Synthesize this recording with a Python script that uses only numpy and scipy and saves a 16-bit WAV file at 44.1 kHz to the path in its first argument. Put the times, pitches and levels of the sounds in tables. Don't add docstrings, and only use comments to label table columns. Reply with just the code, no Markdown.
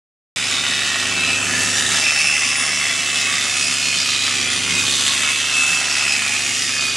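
import sys
import numpy as np
from scipy import signal
from scipy.fft import rfft, irfft
from scipy.io import wavfile
from scipy.ndimage import map_coordinates

SR = 44100
rng = np.random.default_rng(int(sys.argv[2]) if len(sys.argv) > 2 else 0)


def generate_wav(sig):
    pcm = np.round(np.clip(np.atleast_2d(sig).T, -1, 1) * 32767).astype(np.int16)
    wavfile.write(sys.argv[1], SR, pcm)


N = 306936
T = np.arange(N) / SR
HZ = np.fft.rfftfreq(N, 1 / SR)

# t/s, speed/(turns/s)
SHAFT_SPEED = [(0.4, 365.0), (0.92, 374.4), (1.42, 375.8), (1.66, 381.8), (1.86, 383.3), (2.24, 380.0),
               (2.74, 382.6), (3.12, 373.4), (3.32, 366.2), (4.36, 349.2), (4.48, 349.6), (5.06, 367.1),
               (5.52, 376.0), (5.68, 376.6), (5.88, 373.3), (6.22, 363.9), (6.54, 362.2), (6.93, 353.4)]
# t/s, level/dB (all levels are relative; each layer adds its own trim)
WHINE_LEVEL = [(0.42, -34), (0.52, -38), (0.88, -32), (1.05, -32.5), (1.2, -24.5), (1.33, -25.5),
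               (1.52, -34.5), (1.64, -28.5), (1.84, -44), (2.05, -22.5), (2.15, -29), (2.25, -20),
               (2.4, -28), (2.6, -27), (2.86, -30.5), (3.06, -30.5), (3.28, -26.5), (3.46, -40),
               (3.58, -25.5), (3.72, -37.5), (3.88, -28.5), (4.2, -29), (4.32, -45), (4.58, -36),
               (4.78, -29.5), (4.86, -35), (5.12, -33), (5.28, -25), (5.47, -30.5), (5.6, -22.5),
               (5.74, -22), (5.86, -34), (6.15, -25.5), (6.4, -26), (6.55, -32), (6.7, -36), (6.84, -27.5),
               (6.95, -33)]
# t/s, level/dB of each
SIDEBAND_LEVELS = [(0.4, -36, -36, -46), (1.0, -42, -46, -38), (1.35, -32, -40, -40), (1.8, -35, -46, -48),
                   (2.05, -37, -50, -44), (2.27, -26, -29, -29), (2.7, -33.5, -65, -39),
                   (3.1, -41, -53, -49), (3.4, -36, -31, -46), (3.65, -39, -31, -28), (3.95, -33, -39, -32),
                   (4.3, -31, -36, -32), (4.8, -33, -40, -36), (5.3, -38, -33, -33), (5.6, -27, -39, -37),
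                   (5.8, -37, -35, -41), (6.1, -28, -28.5, -28), (6.35, -27, -29, -47),
                   (6.6, -62, -53, -51), (6.9, -33.5, -59, -42)]
# t/s, level/dB
OCTAVE_LEVEL = [(0.4, -38), (0.52, -38), (0.8, -36.5), (1.0, -35), (1.15, -40), (1.52, -40), (1.74, -42),
                (1.86, -44), (1.99, -30.5), (2.5, -34), (2.78, -32.5), (3.05, -41), (3.18, -36),
                (3.36, -37), (3.52, -40), (3.68, -32), (3.95, -34), (4.08, -36), (4.22, -33), (4.45, -38),
                (4.9, -40), (5.15, -50), (5.8, -33.5), (5.92, -38), (6.1, -32.5), (6.48, -42), (6.63, -33),
                (6.8, -38)]
# start/s, length/s, rise/dB
CHATTER_BOUTS = [(1.2, 0.26, 4.5), (2.03, 0.074, 12.5), (2.145, 0.14, 9.5), (2.32, 0.21, 6),
                 (3.46, 0.09, 3), (3.615, 0.066, 6.5), (3.8, 0.43, 2), (4.32, 0.14, 4.5), (5.23, 0.13, 6.5),
                 (5.55, 0.15, 2), (5.93, 0.38, 1), (6.82, .13, -6)]
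# multiple of the shaft speed, level/dB
SHAFT_HARMONICS = [(5, -46), (6, -43), (8, -42), (9, -49), (11, -46), (12, -45), (13, -48), (16, -51),
                   (19, -52), (21, -42), (24, -50), (25, -49), (26, -55), (28, -53)]
# start/s, length/s
CASING_RING_SPELL = (3.68, 1.9)
# f/Hz, level/dB
CLATTER_SPECTRUM = [(180, -52), (300, -22), (351, 16), (458, 3), (701, -11.5), (901, -18.5), (1120, -16),
                    (2310, -2), (2580, -4.5), (3210, -5.5), (4200, -11.5), (5150, -14.5), (7870, -14),
                    (10400, -23), (12800, -37.5), (16600, -68), (22000, -120)]
# f/Hz, width/Hz, level/dB
HOUSING_MODES = [(1160, 450, -4), (2410, 110, 3), (2880, 630, -14), (3674, 490, 3.5), (6780, 190, -13)]
# t/s, level/dB
KNOCK_LEVEL = [(0.42, -36), (0.58, -34.5), (2.01, -31.5), (2.58, -35.5), (2.59, -33), (3.05, -35.5),
               (3.45, -33.5), (3.95, -37.5), (5.3, -31.5), (5.35, -37.5), (5.57, -32), (6.02, -34),
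               (6.57, -38), (6.93, -36)]
# t/s, level/dB
COMB_LEVEL = [(0.42, -29.5), (0.95, -30.5), (1.25, -27.5), (1.4, -33), (1.55, -26), (1.72, -29.5),
              (2.05, -26), (2.62, -26.5), (3.15, -32), (3.3, -29), (3.8, -33.5), (4.1, -32.5), (4.46, -30),
              (4.63, -34), (5.0, -34.5), (5.24, -28), (5.38, -31.5), (5.8, -31.5), (5.9, -28.5), (6.3, -26),
              (6.7, -34), (6.93, -33.5)]
# t/s, level/dB
BITE_LEVEL = [(0.4, -27.5), (0.6, -23.5), (1.54, -30), (1.78, -25), (2.02, -24.5), (2.31, -33.5),
              (2.75, -32), (3.09, -26), (3.91, -28), (4.11, -23), (4.58, -26), (4.72, -26.5), (4.95, -23),
              (5.2, -25), (5.9, -28), (6.45, -29), (6.93, -27.5)]
# t/s, level/dB
FEED_LEVEL = [(0.4, -25), (1.4, -25.5), (1.56, -21.5), (1.96, -19.5), (2.06, -22), (2.94, -23.5),
              (3.64, -22.0), (4.66, -24), (4.8, -21), (4.96, -19), (5.14, -20), (5.42, -23.5), (5.72, -20),
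              (5.8, -23), (6.64, -22.5), (6.72, -24), (6.93, -24.5)]
# start/s, length/s, first f/Hz, last f/Hz, width/Hz, level/dB
GLIDING_RINGS = [(.55, 0.38, 3670, 3680, 300, -31.5), (0.694, 0.32, 1860, 1830, 256, -29.5),
                 (1.16, 0.18, 3870, 4020, 256, -33.5), (1.527, 0.058, 1750, 1740, 330, -28),
                 (1.728, 0.15, 1700, 1860, 350, -33.5), (2.234, 0.74, 3440, 3370, 256, -35),
                 (2.655, 0.35, 2270, 2330, 256, -36), (3.31, 0.12, 3600, 3640, 256, -30.5),
                 (4.074, 0.2, 4020, 3850, 350, -29.5), (4.673, 0.045, 2180, 2140, 256, -31),
                 (4.744, 0.04, 2580, 2540, 256, -32), (4.848, 0.27, 3900, 4020, 1500, -25.5),
                 (5.23, 0.05, 2480, 2200, 256, -27), (6.516, 0.24, 2020, 1830, 330, -35),
                 (6.77, 0.16, 4700, 4600, 800, -31)]
# f/Hz, width/Hz, level/dB
CHATTER_MODE = [(2540, 300, 0)]
# start/s, length/s, rise/dB
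SIZZLE_BOUTS = [(2.17, 0.42, 4.5), (2.56, 0.13, 5.5), (3.54, 0.15, 4.5), (4.46, 0.19, 4.5)]
# f/Hz, width/Hz, level/dB
SIZZLE_MODE = [(9500, 1200, 0)]
# t/s, level/dB
ENGINE_LOUDNESS = [(0.4, -37), (0.99, -37), (1.05, -34), (1.64, -31), (1.98, -34.5), (2.08, -39),
                   (4.05, -38), (4.55, -34.5), (4.75, -31.5), (4.92, -34.5), (4.99, -36), (5.6, -39.5),
                   (6.93, -37.5)]
# multiple of the firing rate, level/dB
ENGINE_HARMONICS = [(2, -24), (3, -12.5), (5, -7.5), (8, -8), (9, -8), (10, 1), (11, -4), (13, -8),
                    (14, -4.5), (15, -9), (16, -13.5), (17, -5.5), (20, -11)]
# f/Hz, level/dB
EXHAUST_SPECTRUM = [(20, -20), (50, -38), (100, -14.5), (150, -7), (220, -28.5), (400, -10), (600, -9),
                    (1000, -46), (2000, -65)]
# start/s, length/s, change/dB
BOOM_DIP_SPELLS = [(.88, 0.11, -12), (3.37, 0.088, -15), (4.95, 0.33, -7), (6.08, 0.24, -30)]
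# f/Hz, left lead/rad, left minus right/dB, likeness (0-1)
MIC_PORTS = [(350, 0, 0, .998), (550, 0, 0, .986), (1100, 0, 0, .994), (2000, 0, 0, .994),
             (3600, 0, -1.9, .94), (5600, .03, -.9, .98), (7000, .1, -3.5, .86), (7600, .38, -4.4, .7),
             (8200, .93, -2.3, .58), (8900, .85, 1, .6), (10000, .38, .9, .66), (10600, .08, .2, .87),
             (12000, 0, 0, .99)]


def gain_of(db):
    return 10 ** (np.asarray(db) / 20)


def unit_rms(x):
    return x / np.sqrt(np.mean(x ** 2) + 1e-20)


def curve(rows, column=1):
    rows = np.array(rows)
    return np.interp(T, rows[:, 0], rows[:, column])


def swing(rows):
    return curve(rows) - curve(rows).mean()


def spectrum(rows, column=1):
    rows = np.array(rows)
    return np.interp(np.log(HZ + 1), np.log(rows[:, 0] + 1), rows[:, column])


def shaped(x, response):
    return irfft(rfft(x) * response, N)


def layer(x, response):
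    return unit_rms(shaped(x, response))


def drift(rate_hz):
    return layer(rng.standard_normal(N), np.exp(-(HZ / rate_hz) ** 2))


def band(low_hz, high_hz, order=20):
    return 1 / (1 + (HZ / high_hz) ** order) - 1 / (1 + (HZ / low_hz) ** order)


def resonances(modes):
    return sum(gain_of(db) / (1 + 2j * (HZ - hz) / width) for hz, width, db in modes)


def spell(t, start, length, attack_s=.017, release_s=.029):
    return np.clip((t - start) / attack_s, 0, 1) * np.exp(-np.maximum(t - start - length, 0) / release_s)


def bouts(rows):
    return sum(db * spell(T, start, length) for start, length, db in rows)


def burst(cycles, at, rise, decay):
    age = (cycles - at) % 1
    return (1 - np.exp(-age / rise)) * np.exp(-age / decay)


def impacts(force, per_s, spread_db=2.1):
    size = gain_of(spread_db * np.minimum(rng.exponential(1, N), 4.5))
    hits = rng.random(N) < per_s / SR
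    return force * size * hits * rng.choice([-1, 1], N)


def moving_echoes(x, sway=.211):
    echoes = np.zeros(N)
    for delay_s in np.geomspace(.0007, .007, 6):
        late = T - delay_s * (1 + sway * np.tanh(drift(.671)))
        echoes += rng.choice([-1, 1]) * map_coordinates(x, [late * SR], order=3, prefilter=False)
    return unit_rms(echoes) * np.std(x)


def gears(turns, stroke, teeth=7):
    angle = 2 * np.pi * stroke - 1.5
    mesh = 2 * np.pi * teeth * turns + .035 * drift(130)
    whine = unit_rms(np.sin(mesh) * (1 + .15 * drift(90)))
    judder = np.zeros(N)
    for column, k in enumerate((-1, 1, 2), start=1):
        sideband_db = curve(SIDEBAND_LEVELS, column) - 2 + 1.5 * drift(8)
        judder += gain_of(sideband_db) * unit_rms(np.sin(mesh + k * angle))
    mesh_noise = drift(170) * np.sin(mesh) + drift(170) * np.cos(mesh)
    bounce = unit_rms((1 + .8 * np.cos(angle)) * mesh_noise)
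    bounce *= gain_of(-45 + .34 * swing(WHINE_LEVEL) + bouts(CHATTER_BOUTS))
    whine *= gain_of(curve(WHINE_LEVEL) + .9 + 1.56 * drift(4.6))
    octave = np.sin(2 * mesh) + .84 * np.sin(2 * mesh - angle) + .17 * np.sin(2 * mesh + angle)
    octave *= np.sqrt(2) * gain_of(curve(OCTAVE_LEVEL) + 2 * drift(11))
    return whine + judder + bounce + octave


def motor(turns, casing_hz=4275, width_hz=80):
    tones, speed = np.zeros(N), curve(SHAFT_SPEED)
    for k, db in SHAFT_HARMONICS:
        detuning = 2 * (k * speed - casing_hz) / width_hz
        flare = 1 + 10 * spell(T, *CASING_RING_SPELL) / (1 + detuning ** 2)
        tone = np.sin(2 * np.pi * k * turns + .5 * drift(1.2) + .11 * drift(70))
        fade = gain_of(3 * drift(2.7))
        tones += gain_of(db) * unit_rms(flare * fade * tone)
    return tones


def cutter_contacts(stroke):
    strike = burst(stroke, at=.02, rise=.018, decay=.07) * gain_of(-drift(51))
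    back = burst(stroke, at=.53, rise=.03, decay=.11) * gain_of(-drift(55))
    slide = np.sin(np.pi * ((stroke - .02) % 1) ** .6) ** 2
    flicker = gain_of(.5 * drift(25))
    knocks = impacts(flicker * (.5 + 2.6 * strike + .9 * back + .15 * slide), per_s=10000)
    scrapes = impacts(flicker * (.55 + 1.9 * strike + .25 * back + .45 * slide), per_s=14000)
    tap = np.diff(np.floor(stroke - .04), prepend=-1) * gain_of(.5 * drift(60))
    knocks += gain_of(12) * tap
    scrapes += gain_of(4) * tap
    return knocks + .3 * moving_echoes(knocks), scrapes + .3 * moving_echoes(scrapes)


def clatter(knocks, colour):
    housing = gain_of(curve(KNOCK_LEVEL) + 2.28) * layer(knocks, colour * band(657, 1715, order=10))
    comb = gain_of(curve(COMB_LEVEL) - 2) * layer(knocks, colour * band(1784, 2256))
    gearbox_db = -32 + .15 * swing(WHINE_LEVEL) + 1.44 * drift(3.2)
    gearbox = gain_of(gearbox_db) * layer(knocks, colour * band(2630, 3114))
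    return housing + comb + gearbox


def cutting(scrapes, colour):
    bite = gain_of(curve(BITE_LEVEL) - 1) * layer(scrapes, colour * band(2720, 4840))
    rasp_db = -31 + .87 * swing(FEED_LEVEL) + .21 * swing(OCTAVE_LEVEL) + 1.44 * drift(5.8)
    rasp = gain_of(rasp_db) * layer(scrapes, colour * band(4620, 6040))
    hiss = gain_of(curve(FEED_LEVEL) - 4) * layer(scrapes, colour * band(5950, 12500))
    return bite + rasp + hiss


def engine(unloaded_firing_hz=25.5, free_shaft_hz=383, drone_order=4, boom_order=7):
    load = 1 - curve(SHAFT_SPEED) / free_shaft_hz
    firing_hz = unloaded_firing_hz * (1 - 3 * load ** 2)
    firings = np.cumsum(firing_hz * (1 + .003 * drift(5.9))) / SR
    phase, wander = 2 * np.pi * firings, .3 * drift(12)
    dip_db = bouts(BOOM_DIP_SPELLS)
    drone = unit_rms(np.sin(drone_order * phase))
    boom_db = 3.5 * drift(22) + drift(6) + dip_db
    boom = unit_rms(gain_of(boom_db) * np.sin(boom_order * phase + wander))
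    upper_boom = (1 - gain_of(dip_db)) * unit_rms(np.sin((boom_order + 1) * phase))
    orders = np.zeros(N)
    for k, db in ENGINE_HARMONICS:
        level = gain_of(db + 3.5 * drift(33))
        orders += level * np.sin(k * phase + 2 * np.pi * rng.random() + wander * k / boom_order / 2)
    gas = rng.standard_normal(N) * (1 + .8 * burst(firings, at=0, rise=.05, decay=.3))
    puffs = layer(gas, gain_of(spectrum(EXHAUST_SPECTRUM)))
    exhaust = gain_of(-4) * unit_rms(orders) + gain_of(-12 + .32 * dip_db) * puffs
    hum = gain_of(-8.5) * drone + gain_of(-10) * (boom + upper_boom)
    return gain_of(curve(ENGINE_LOUDNESS)) * (hum + exhaust)


def gliding_ring(knocks, start, length, first_hz, last_hz, width_hz, db):
    span = (T > start) & (T < start + length + .2)
    centre_hz = np.interp(T[span], [start, start + length], [first_hz, last_hz])
    carrier = np.exp(2j * np.pi * np.cumsum(centre_hz) / SR)
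    pole = np.exp(-np.pi * width_hz / SR)
    ring = (carrier * signal.lfilter([1], np.poly([pole, pole]), knocks[span] / carrier)).real
    out = np.zeros(N)
    out[span] = gain_of(db) * spell(T[span], start, length) * unit_rms(ring)
    return out


def gear_chatter(knocks):
    rise = gain_of(bouts(CHATTER_BOUTS)) - 1
    return gain_of(-29) * rise * layer(knocks, resonances(CHATTER_MODE) ** 2)


def sizzle(scrapes):
    rise = gain_of(bouts(SIZZLE_BOUTS)) - 1
    return gain_of(-34) * rise * layer(scrapes, resonances(SIZZLE_MODE) ** 2)


def microphone_ports(air):
    likeness = spectrum(MIC_PORTS, 3)
    mid = shaped(air, np.sqrt((1 + likeness) / 2))
    side = shaped(moving_echoes(air), np.sqrt((1 - likeness) / 2))
    left_bias = gain_of(spectrum(MIC_PORTS, 2) / 2) * np.exp(.5j * spectrum(MIC_PORTS, 1))
    return np.array([shaped(mid + side, left_bias), shaped(mid - side, 1 / left_bias)])


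def hum_notches(x, spacing_hz=149.83, depth=.92, feedback=.56):
    delay = np.exp(-2j * np.pi * HZ / spacing_hz)
    return shaped(x, (1 - depth * delay) / (1 - feedback * delay))


def scene(turns_per_stroke=5.18):
    turns = np.cumsum(curve(SHAFT_SPEED) * (1 + .00023 * drift(11))) / SR
    stroke = turns / turns_per_stroke
    air = gears(turns, stroke) + motor(turns)
    knocks, scrapes = cutter_contacts(stroke)
    colour = gain_of(spectrum(CLATTER_SPECTRUM)) * (1 + resonances(HOUSING_MODES))
    air += clatter(knocks, colour) + cutting(scrapes, colour) + engine()
    air += sum(gliding_ring(knocks, *row) for row in GLIDING_RINGS)
    air += gear_chatter(knocks) + sizzle(scrapes)
    return microphone_ports(air)


def record(dry, start_s=.36, ceiling=.85, cutoff_hz=12500):
    opened = hum_notches(dry) * np.clip((T - start_s) * 1000, 0, 1)
    rounded = opened / (1 + (opened / ceiling) ** 8) ** (1 / 8)
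    lowpass = signal.firwin(255, cutoff_hz, window=("kaiser", 9), fs=SR)
    return signal.oaconvolve(rounded, lowpass[None], "same")


dry = scene()
out = record(dry)
generate_wav(out)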